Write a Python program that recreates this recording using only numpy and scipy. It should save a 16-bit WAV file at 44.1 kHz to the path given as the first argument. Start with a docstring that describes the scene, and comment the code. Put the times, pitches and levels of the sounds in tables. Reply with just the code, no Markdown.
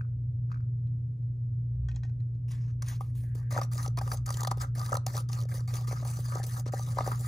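"""Stirring paint in a plastic cup

A pipette drips, each drop ringing as a small bubble, and rattles as it is laid on the workbench.
Fingers slide on a thin plastic cup, then a flat wooden stick stirs the watery paint in it, rubbing
along the bottom in gritty strokes and skipping over the ribs of the wall, all close to a phone.
Underneath, a transformer hums at twice the mains frequency over the rumble of the house."""
import sys
import numpy as np
from scipy import signal
from scipy.fft import rfft, irfft, next_fast_len
from scipy.io import wavfile
from scipy.ndimage import uniform_filter1d, map_coordinates

SR = 44100
rng = np.random.default_rng(int(sys.argv[2]) if len(sys.argv) > 2 else 0)


def to_wav(s):
    """Save 16-bit WAV."""
    ch = np.atleast_2d(s).T  # columns
    pcm = np.round(np.clip(ch, -1, 1) * 32767)  # PCM
    wavfile.write(sys.argv[1], SR, pcm.astype(np.int16))


N = 320607

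# The transformer's hum and a faint tone above it. Each row: pitch in Hz, rms level in dB.
HUM_TONES = [(119.93, -32.3), (269, -67)]
# The fader ride of the low drone. Each row: time in seconds, level in dB.
DRONE_RIDE = [(0.05, -47.5), (1.54, -58.5), (1.84, -31.5), (2.18, -53), (2.9, -46.5), (3.02, -54),
              (3.18, -48), (3.61, -49), (4.23, -40.5), (4.49, -57), (4.61, -40), (4.81, -54), (5.74, -59),
              (5.98, -45), (6.1, -67), (6.26, -47), (6.4, -65), (7.08, -49)]
# The tone colour of the house rumble. Each row: frequency in Hz, relative level in dB.
RUMBLE_SPECTRUM = [(20, -32.5), (35, -17.5), (55, -10.5), (75, -11), (98, 0), (115, -1), (135, -5),
                   (160, -7.5), (185, -28), (225, -20.5), (270, -27.5), (320, -31.5), (550, -38),
                   (800, -54.5), (1200, -59), (4000, -67), (12000, -72), (14000, -78), (16000, -88.5)]
# How centred the rumble sits. 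Each row: frequency in Hz, left-right correlation (1 is mono).
RUMBLE_LIKENESS = [(100, 0.98), (300, 0.95), (600, 0.15), (1200, 0.081), (16000, 0.18)]
# Drops from the pipette. Each row: start in seconds, relative peak in dB, spit over that peak in dB.
DROPS = [(0.0102, -38, -29), (0.0214, -63, -39), (0.0275, -60, -29), (0.0496, -55.5, -45.5),
         (0.131, -70, -38), (0.5033, -52, -17), (0.5163, -38, -16), (0.5266, -46.5, -26.5),
         (0.5431, -44, -18), (0.559, -47, -27.5), (0.5721, -50, -21), (0.605, -53, -20.5),
         (0.627, -62.5, -36), (0.6444, -68, -30), (0.6694, -70, -32)]
# The pipette meets the bench. Each row: start in seconds, relative peak in dB, favoured pitch in Hz.
PIPETTE_TAPS = [(0.872, -68.5, 3190), (1.225, -70.5, 800), (1.752, -67, 800), (1.848, -70, 6470),
                (1.886, -42, 1495), (1.914, -50, 2400), (1.948, -58, 3200), (1.96, -45, 6500),
                (1.964, -50, 800), (2.034, -44, 1850), (2.051, -52, 800), (2.094, -57.5, 1500),
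                (2.203, -61, 2400), (2.35, -65.5, 3200)]
# The ring of the pipette's tube. Each row: pitch in Hz, width in Hz, gain in dB.
TUBE_MODES = [(796, 150, -0.5), (1522, 32, 5.5), (1850, 24, 1), (2530, 66, -2), (3240, 79, -4),
              (4120, 180, -2.5), (5300, 96, -11), (6600, 300, -12), (7800, 350, -9.5)]
# The colour of skin on plastic. Each row: centre in Hz, width in Hz, gain in dB.
SKIN_BANDS = [(1200, 790, 1.5), (2400, 1700, -0.5), (5040, 2100, -1), (6130, 1200, 1.5)]
# Fingers slide on stick and cup. Each row: start and stop in seconds, relative level in dB,
# swell in dB, fade in dB per second, sizzle over the rub in dB.
GRIPS = [(2.479, 2.518, -68.5, 9.5, 250, -4), (2.544, 2.698, -73, 3.5, 403, -15.5),
         (2.818, 2.869, -65.5, 2, 304, -5), (2.864, 2.881, -60, 4.5, 300, -5),
         (2.884, 2.97, -52.5, -11, 799.5, -5), (3.004, 3.042, -59.5, -11.5, 123, 1),
         (3.149, 3.241, -66, -7, 200, 5.5)]
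# The stick skips and knocks. Each row: time in seconds, relative knock peak in dB,
# relative tick level in dB, knock pitch in Hz.
SKIPS = [(2.517, -76, -50.5, 431), (2.822, -40, -39.5, 1910), (2.861, -57, -52, 393),
         (2.883, -55, -41, 463), (3.007, -30, -53.5, 760), (3.236, -55, -67, 594), (3.351, -43, -62, 402),
         (3.51, -50, -45.5, 528), (3.525, -34, -40.5, 574), (3.563, -24, -54, 706), (3.577, -21, -39, 1100),
         (3.585, -22.5, -43, 676), (3.614, -24, -40, 940), (3.779, -38, -36.5, 1300),
         (3.827, -44, -49, 966), (3.86, -30.5, -40.5, 920), (3.878, -39, -41, 500), (3.973, -47, -39, 786),
         (3.986, -30, -39, 770), (4.012, -29, -49, 696), (4.076, -35.5, -46.5, 1220),
         (4.116, -27, -36, 1410), (4.263, -51, -38.5, 1260), (4.29, -29.5, -39, 1220),
         (4.304, -27, -32.5, 1220), (4.325, -53, -41, 436), (4.341, -47, -37.5, 382),
         (4.37, -40, -36.5, 1260), (4.406, -33.5, -33.5, 990), (4.416, -29, -44, 960),
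         (4.432, -29.5, -31, 870), (4.448, -25, -36, 1340), (4.472, -23.5, -29.5, 980),
         (4.513, -21.5, -40.5, 1050), (4.572, -39, -51.5, 507), (4.613, -33, -40.5, 1290),
         (4.794, -42.5, -37.5, 845), (4.814, -33, -42, 1210), (4.862, -42, -40.5, 1210),
         (4.92, -25.5, -40.5, 680), (4.928, -20.5, -38, 1090), (4.941, -27, -37.5, 620),
         (4.952, -26, -37, 1380), (4.969, -28, -33.5, 795), (5.065, -28.5, -27.5, 775),
         (5.151, -51, -43.5, 615), (5.167, -37, -36.5, 1120), (5.177, -31, -36, 1130),
         (5.33, -46, -35.5, 605), (5.351, -58, -48.5, 724), (5.387, -48, -46.5, 533),
         (5.403, -52, -45, 500), (5.413, -57, -46.5, 500), (5.423, -44, -46, 401), (5.434, -45, -48.5, 500),
         (5.452, -43.5, -55.5, 497), (5.541, -40, -45, 414), (5.579, -47, -46, 483), (5.605, -47, -49, 500),
         (5.678, -42.5, -50.5, 780), (5.754, -39, -40, 1100), (5.81, -52, -49, 500), (5.823, -52, -60, 500),
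         (5.88, -44, -46, 420), (5.91, -34.5, -47.5, 670), (5.926, -34, -47.5, 485),
         (6.027, -36.5, -58.5, 630), (6.05, -39, -43, 1200), (6.187, -38, -51.5, 460),
         (6.322, -32.5, -53, 1190), (6.354, -29.5, -49, 570), (6.37, -29.5, -45.5, 865),
         (6.397, -34, -53.5, 626), (6.438, -46, -39, 603), (6.661, -32.5, -56, 414),
         (6.735, -23.5, -49.5, 500), (6.793, -35.5, -43, 710), (6.97, -28, -59, 720),
         (6.985, -17, -40.5, 1050), (7.006, -23.5, -47.5, 820), (7.042, -40, -53.5, 1180),
         (7.064, -29, -49, 1080), (7.074, -22, -37, 590), (7.116, -28, -43, 1210)]
# A faint rasp as the cup tilts. Each row: start and stop in seconds, relative level in dB,
# swell in dB, fade in dB per second.
TILT_RASPS = [(3.235, 3.5, -70, 1, 1000)]
# The colour of that rasp. Each row: centre in Hz, width in Hz, gain in dB.
RASP_BAND = [(1670, 420, 0)]
# Stirring strokes. 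Each row: start and turn of the stick in seconds, relative hiss level in dB,
# swell in dB, fade in dB per second, cup body over the hiss in dB, sizzle over the hiss in dB.
STROKES = [(3.349, 3.364, -61.5, 1, 300, 9, 0.5), (3.505, 3.54, -48, 0.5, 298, 5.5, -7.5),
           (3.542, 3.598, -54.5, -2.5, 1500, 13.5, -4.5), (3.613, 3.644, -50, -7.5, 900, 8, -6.5),
           (3.714, 3.851, -55.5, 3, 600, 3, -0.5), (3.972, 3.991, -52.5, 1.5, 2002, 11, -5),
           (4.015, 4.149, -59, 6.5, 500, 3.5, -2), (4.171, 4.168, -53.5, 1.5, 900, -0.5, -6),
           (4.259, 4.416, -53, -3, 1997, 5.5, -1.5), (4.508, 4.515, -49, 8.5, 1802.5, 7.5, -5.5),
           (4.58, 4.59, -55, -5, 298, 7, -5), (4.598, 4.622, -50.5, 7, 547, 3, -5.5),
           (4.75, 4.913, -55, -2.5, 1999, 6.5, -2), (5.067, 5.206, -57, 6, 703, 3.5, -2.5),
           (5.288, 5.393, -55.5, -0.5, 353, 6.5, -4), (5.487, 5.578, -58, 2.5, 344.5, 5.5, -0.5),
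           (5.675, 5.73, -56, -1, 200, 6, -1), (5.738, 5.774, -50, 0, 197.5, 4.5, -3),
           (5.87, 5.899, -52.5, -1.5, 200, 3.5, -5), (5.905, 5.975, -55, -0.5, 150, 7.5, -4),
           (6.047, 6.187, -53.5, -0.5, 200, 2, -1.5), (6.24, 6.31, -57, -1, 200, 0.5, 0),
           (6.318, 6.401, -56.5, -1, 300, 10, -3), (6.43, 6.448, -52, -1.5, 399, 5, -4.5),
           (6.46, 6.596, -57.5, 6, 800, 3.5, 0), (6.657, 6.688, -60.5, 4, 2000, 13, -11),
           (6.72, 6.959, -55, -5, 2000, 5, 0), (6.959, 7.02, -54.5, 0, 201, 8.5, -7),
           (7.04, 7.124, -57, 5, 199.5, 8, 0.5), (7.155, 7.273, -59.5, 6, 100, 0.5, 3)]
# The ring of cup and stick. Each row: pitch in Hz, width in Hz, gain in dB.
CUP_MODES = [(219, 97, -5), (429, 176, -6.5), (565, 130, -3.5), (781.4, 39, -1), (956, 150, -7.5),
             (1194, 76, 4), (1317, 138, 2), (1930, 420, -8), (2103, 300, -8.5), (2870, 3400, -19.5),
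             (3440, 600, -12), (4725, 565, -9), (6096, 580, -5.5), (7970, 1340, -12), (8660, 670, -16.5),
             (9460, 1400, -11.5), (10830, 770, -23.5), (13600, 2800, -17.5), (15700, 480, -28)]
# The lows belong to the walls, the highs to the rubbed patch, the very top to the stick's edge.
PATCH_FROM_HZ, EDGE_FROM_HZ = 2500, 9000
WALL_MODES = [mode for mode in CUP_MODES if mode[0] < PATCH_FROM_HZ]
PATCH_MODES = [mode for mode in CUP_MODES if PATCH_FROM_HZ <= mode[0] < EDGE_FROM_HZ]
EDGE_MODES = [mode for mode in CUP_MODES if mode[0] >= EDGE_FROM_HZ]
# The room's short tail. Each row: frequency in Hz, seconds to die by 60 dB.
ROOM_DECAY = [(300, 0.21), (2000, 0.29), (6000, 0.17), (10000, 0.13), (15000, 0.04)]
# The phone's stereo balance. Each row: frequency in Hz, left over right in dB.
LEFT_TILT = [(100, 0), (250, 0), (700, 3), (1300, 1), (2500, 3.5), (5000, 3), (7500, 1.5), (9000, -0.5),
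             (16000, 0)]
# The phone's stereo phase. Each row: frequency in Hz, lead of the right side in radians.
RIGHT_LEAD = [(0, 0), (250, -.04), (1000, -.25), (1400, -3.1), (1750, -6.3), (3000, -7.7), (5000, -6.7),
              (6700, -6.3), (8400, -3.1), (9800, -.2), (10700, .2), (12200, 3.1), (13700, 6.1),
              (14500, 6.5), (15800, 9.4)]


def amp(db):
    """Gain of a level in dB."""
    return 10 ** (np.asarray(db) / 20)


def unit(x):
    """The signal scaled to rms 1."""
    return x / np.sqrt(np.mean(x ** 2) + 1e-20)


def along(points, hz):
    """A curve through (Hz, value) points on a log frequency axis."""
    knots_hz, values = np.transpose(points)
    return np.interp(np.log(hz + 1), np.log(knots_hz + 1), values)


def wobble(rate):
    """A smooth random curve with `rate` knots a second."""
    knots = rng.standard_normal(int(N * rate / SR) + 4)
    return map_coordinates(knots, [np.arange(N) * rate / SR])


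def filtered(x, response):
    """The signal through a complex frequency response."""
    size = next_fast_len(x.shape[-1] + 8192)
    hz = np.fft.rfftfreq(size, 1 / SR)
    return irfft(rfft(x, size) * response(hz), size)[..., :x.shape[-1]]


def modes(table):
    """Response of a bank of resonances, alternating in polarity."""
    return lambda f: sum((-1) ** k * amp(db) * 1j * f * width / (hz * hz - f * f + 1j * f * width)
                         for k, (hz, width, db) in enumerate(table))


def scattered(table, spread_db):
    """The same modes at new strengths: every blow lands elsewhere."""
    return modes([(hz, width, db + spread_db * rng.standard_normal()) for hz, width, db in table])


def add(track, start, peak_db, sound):
    """Mix a short sound in at `start` seconds with the given peak."""
    part = track[round(start * SR):][:len(sound)]
    part += amp(peak_db) * sound[:len(part)] / np.abs(sound).max()


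def patchy(x, depth_db):
    """Restless colour: random gain in patches of about 500 Hz by 40 ms."""
    spectra = signal.stft(x, nperseg=256)[2]
    field = uniform_filter1d(rng.standard_normal(spectra.shape[-2:]), size=3, axis=0)
    field = uniform_filter1d(field, size=12, axis=1)
    return signal.istft(spectra * amp(depth_db * unit(field)), nperseg=256)[1][..., :N]


def burst(t, t60, rise_s=0.0015):
    """Envelope with a quick attack and a decay of 60 dB in t60 seconds."""
    return amp(-60 * t / t60) * (1 - np.exp(-t / rise_s))


def rub_envelope(start, stop, level_db, swell_db, fade_db_per_s, rise_s=0.004):
    """Gain of one rub: it rises, swells or sags evenly until the stop, then fades."""
    t = np.arange(N) / SR - start
    held = max(stop - start, 1 / SR)
    db = level_db + swell_db * np.clip(t / held, 0, 1) - fade_db_per_s * np.clip(t - held, 0, 1)
    return np.clip(t / rise_s, 0, 1) ** 2 * amp(db)


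def widened(noise_pair, table, width=0.35):
    """Two noises ring the same modes and become the mid and side of a narrow stereo pair."""
    mid, side = map(unit, filtered(noise_pair, modes(table)))
    return np.array([mid + width * side, mid - width * side]) / np.hypot(1, width)


def transformer_hum():
    """A steady tone at twice the mains frequency, with a faint higher one."""
    t = np.arange(N) / SR
    return sum(amp(db) * np.sqrt(2) * np.sin(2 * np.pi * hz * t) for hz, db in HUM_TONES)


def low_drone(hz=61.7):
    """A deep tone under the hum that wavers in level and pitch."""
    t = np.arange(N) / SR
    level_db = np.interp(t, *np.transpose(DRONE_RIDE)) + wobble(21)
    return amp(level_db) * np.sqrt(2) * np.sin(2 * np.pi * hz * t + 0.43 * wobble(5))


def house_rumble():
    """A bed of dark noise, near mono in the bass and wide above it."""
    def mid_and_side(hz):
        angle = np.arccos(along(RUMBLE_LIKENESS, hz)) / 2
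        return amp(along(RUMBLE_SPECTRUM, hz)) * [np.cos(angle), np.sin(angle)]

    mid, side = filtered(rng.standard_normal((2, N)), mid_and_side)
    return unit(np.array([mid + side, mid - side]))


def pipette_drops(bubble_hz=1350):
    """Each drop rings as a small rising bubble, with a wet gurgle and a bright spit."""
    out, t = np.zeros(N), np.arange(4000) / SR
    gurgle_bands = modes([(1370, 990, -11.5), (2600, 440, -10.0)])
    spit_bands = modes([(4830, 1600, 7), (7600, 750, -3.5)])
    for start, db, spit_db in DROPS:
        hz = bubble_hz * np.exp(0.05 * rng.standard_normal())
        noise = rng.standard_normal(len(t))
        bubble = np.sin(2 * np.pi * hz * t * (1 + 3 * t)) * burst(t, t60=0.013)
        gurgle = filtered(filtered(noise, gurgle_bands), gurgle_bands) * burst(t, t60=0.019)
        spit = filtered(noise, spit_bands) * burst(t, t60=0.039, rise_s=0.00082)
        add(out, start, db, bubble + 3.8 * gurgle)
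        add(out, start, db + spit_db, spit)
    return out


def pipette_rattle():
    """The light tube rings at each touch on the bench, and skin rustles as the fingers let go."""
    out, t = np.zeros(N), np.arange(4000) / SR
    for start, db, spot_hz in PIPETTE_TAPS:
        tube = scattered(TUBE_MODES, spread_db=2)
        spot = modes([(spot_hz, 0.35 * spot_hz, 9)])
        touch, rustle = rng.standard_normal((2, len(t)))
        tap = filtered(amp(-60 * t / 0.0085) * touch, lambda f: tube(f) * (1 + spot(f)))
        release = filtered(amp(-60 * t / 0.12) * rustle, modes(SKIN_BANDS))
        add(out, start, db, tap)
        add(out, start, db - 11.5, release)
    return out


def finger_grips():
    """Skin slides on stick and cup: soft, smooth friction with a sizzle on top."""
    rub_gain, sizzle_gain = np.zeros((2, N))
    for start, stop, db, swell_db, fade, sizzle_db in GRIPS:
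        rub_gain += rub_envelope(start, stop, db, swell_db, fade)
        sizzle_gain += rub_envelope(start, stop, db + sizzle_db, 0.99 * swell_db, fade)
    friction = patchy(amp(1.6 * wobble(110)) * rng.standard_normal(N), depth_db=3.1)
    rub = unit(filtered(friction, modes(SKIN_BANDS)))
    sizzle = unit(filtered(friction, modes(EDGE_MODES)))
    return rub_gain * rub + sizzle_gain * sizzle


def stick_skips():
    """Each rib gives a short burst of friction: a knock that rings the walls and a treble tick."""
    out, t = np.zeros(N), np.arange(3000) / SR
    for time, knock_db, tick_db, knock_hz in SKIPS:
        contact_s = 0.00326 * np.exp(0.13 * rng.standard_normal())
        tick_hz = 5100 * np.exp(0.3 * rng.standard_normal())
        age = t / contact_s
        scuff, scratch = rng.standard_normal((2, len(t)))

        flex = np.sin(2 * np.pi * knock_hz * t) * (knock_hz * t < 1)  # the struck spot flexes once
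        spot = modes([(knock_hz, 0.9 * knock_hz, 0)])  # and favours the modes near its pitch
        blow = filtered(flex + 4 * scuff * age * np.exp(-1.8 * age), spot)
        knock = filtered(blow, scattered(WALL_MODES, spread_db=2.5))
        add(out, time - 0.0005, knock_db, knock)

        treble = scattered(PATCH_MODES + EDGE_MODES, spread_db=2.5)
        lift = modes([(tick_hz, 0.15 * tick_hz, 3)])
        scrape = scratch * age ** 1.71 * np.exp(-2.2 * age)
        tick = filtered(scrape, lambda f: treble(f) * (1 + lift(f)))
        add(out, time - 0.0015, tick_db + 4, tick)  # a tick peaks 4 dB over its level
    return out


def tilt_rasp():
    """A faint, narrow band of rough noise while the cup tilts."""
    noise = patchy(rng.standard_normal(N), depth_db=1.5)
    rasp = filtered(noise, lambda f: modes(RASP_BAND)(f) ** 2)
    return sum(rub_envelope(*row) for row in TILT_RASPS) * unit(rasp)


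def stirring_strokes(grit_db=0.65, patchy_db=3.5):
    """Wood drags on wet plastic: gritty, juddering noise that bites at once and dies at each turn."""
    hiss_gain, body_gain, sizzle_gain = np.zeros((3, N))
    for *stroke, body_db, sizzle_db in STROKES:
        gain = rub_envelope(*stroke, rise_s=0.00093)
        hiss_gain = np.maximum(hiss_gain, gain)
        body_gain = np.maximum(body_gain, gain * amp(body_db))
        sizzle_gain = np.maximum(sizzle_gain, gain * amp(sizzle_db))
    judder_db = 1.5 * wobble(90)  # stick and slip, felt by the whole cup
    snags = fibre_snags(per_second=60, spread_db=2.5, rise_ms=1.5)
    grit = snags * amp(grit_db * rng.exponential(size=N)) * rng.standard_normal((2, N))
    friction = patchy(amp(judder_db + 0.34 * wobble(300)) * grit, patchy_db)  # the contact keeps shifting
    hiss = hiss_gain * widened(friction, PATCH_MODES)
    sizzle = sizzle_gain * widened(friction, EDGE_MODES)

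    push = amp(2.1 * judder_db + 1.3 * wobble(150)) * rng.standard_normal(N)
    push = patchy(push, 1.49 * patchy_db)
    walls = modes(WALL_MODES)
    body = filtered(body_gain * push, walls) / np.std(filtered(push, walls))
    return hiss + sizzle + body


def fibre_snags(per_second, spread_db, rise_ms):
    """Gain that jumps where wood fibres catch and let go."""
    age = np.arange(400) / (rise_ms * SR / 1000)
    catches = (rng.random(N) < per_second / SR) * amp(spread_db * rng.exponential(size=N))
    return 1 + 0.56 * signal.fftconvolve(catches, age * np.exp(1 - age))[:N]


def room_echo(x, predelay=SR // 200):
    """The room answers after 5 ms with a noise tail on each side; the top end dies first."""
    hz, t, spectra = signal.stft(rng.standard_normal((2, SR // 3)), SR, nperseg=128)
    decay = amp(-60 * t / along(ROOM_DECAY, hz)[:, None])
    tail = signal.istft(spectra * decay, SR, nperseg=128)[1]
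    delayed = np.pad(x, (predelay, 0))[None]
    return signal.fftconvolve(delayed, tail / np.linalg.norm(tail[0]), axes=1)[:, :N]


def scene():
    """Close bench sounds and a touch of room over a bed of hum, drone and rumble."""
    bench = stirring_strokes() + stick_skips() + finger_grips() + tilt_rasp()
    bench += pipette_drops() + pipette_rattle()
    room = room_echo(bench.mean(axis=0))
    bed = transformer_hum() + low_drone() + amp(-41.5) * house_rumble()
    return amp(1.5) * bench + amp(-17.5) * room + bed


def record(dry):
    """The phone spreads the stereo image by level and phase, and cuts all above its band limit."""
    sides, top_hz = np.array([[-0.5], [0.5]]), 15800

    def phone(hz):
        balance = amp(-sides * along(LEFT_TILT, hz))
        phase = sides * np.interp(hz, *np.transpose(RIGHT_LEAD))
        return balance * np.exp(1j * phase) * (hz < top_hz)

    return filtered(dry, phone)


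dry = scene()
out = record(dry)
to_wav(out)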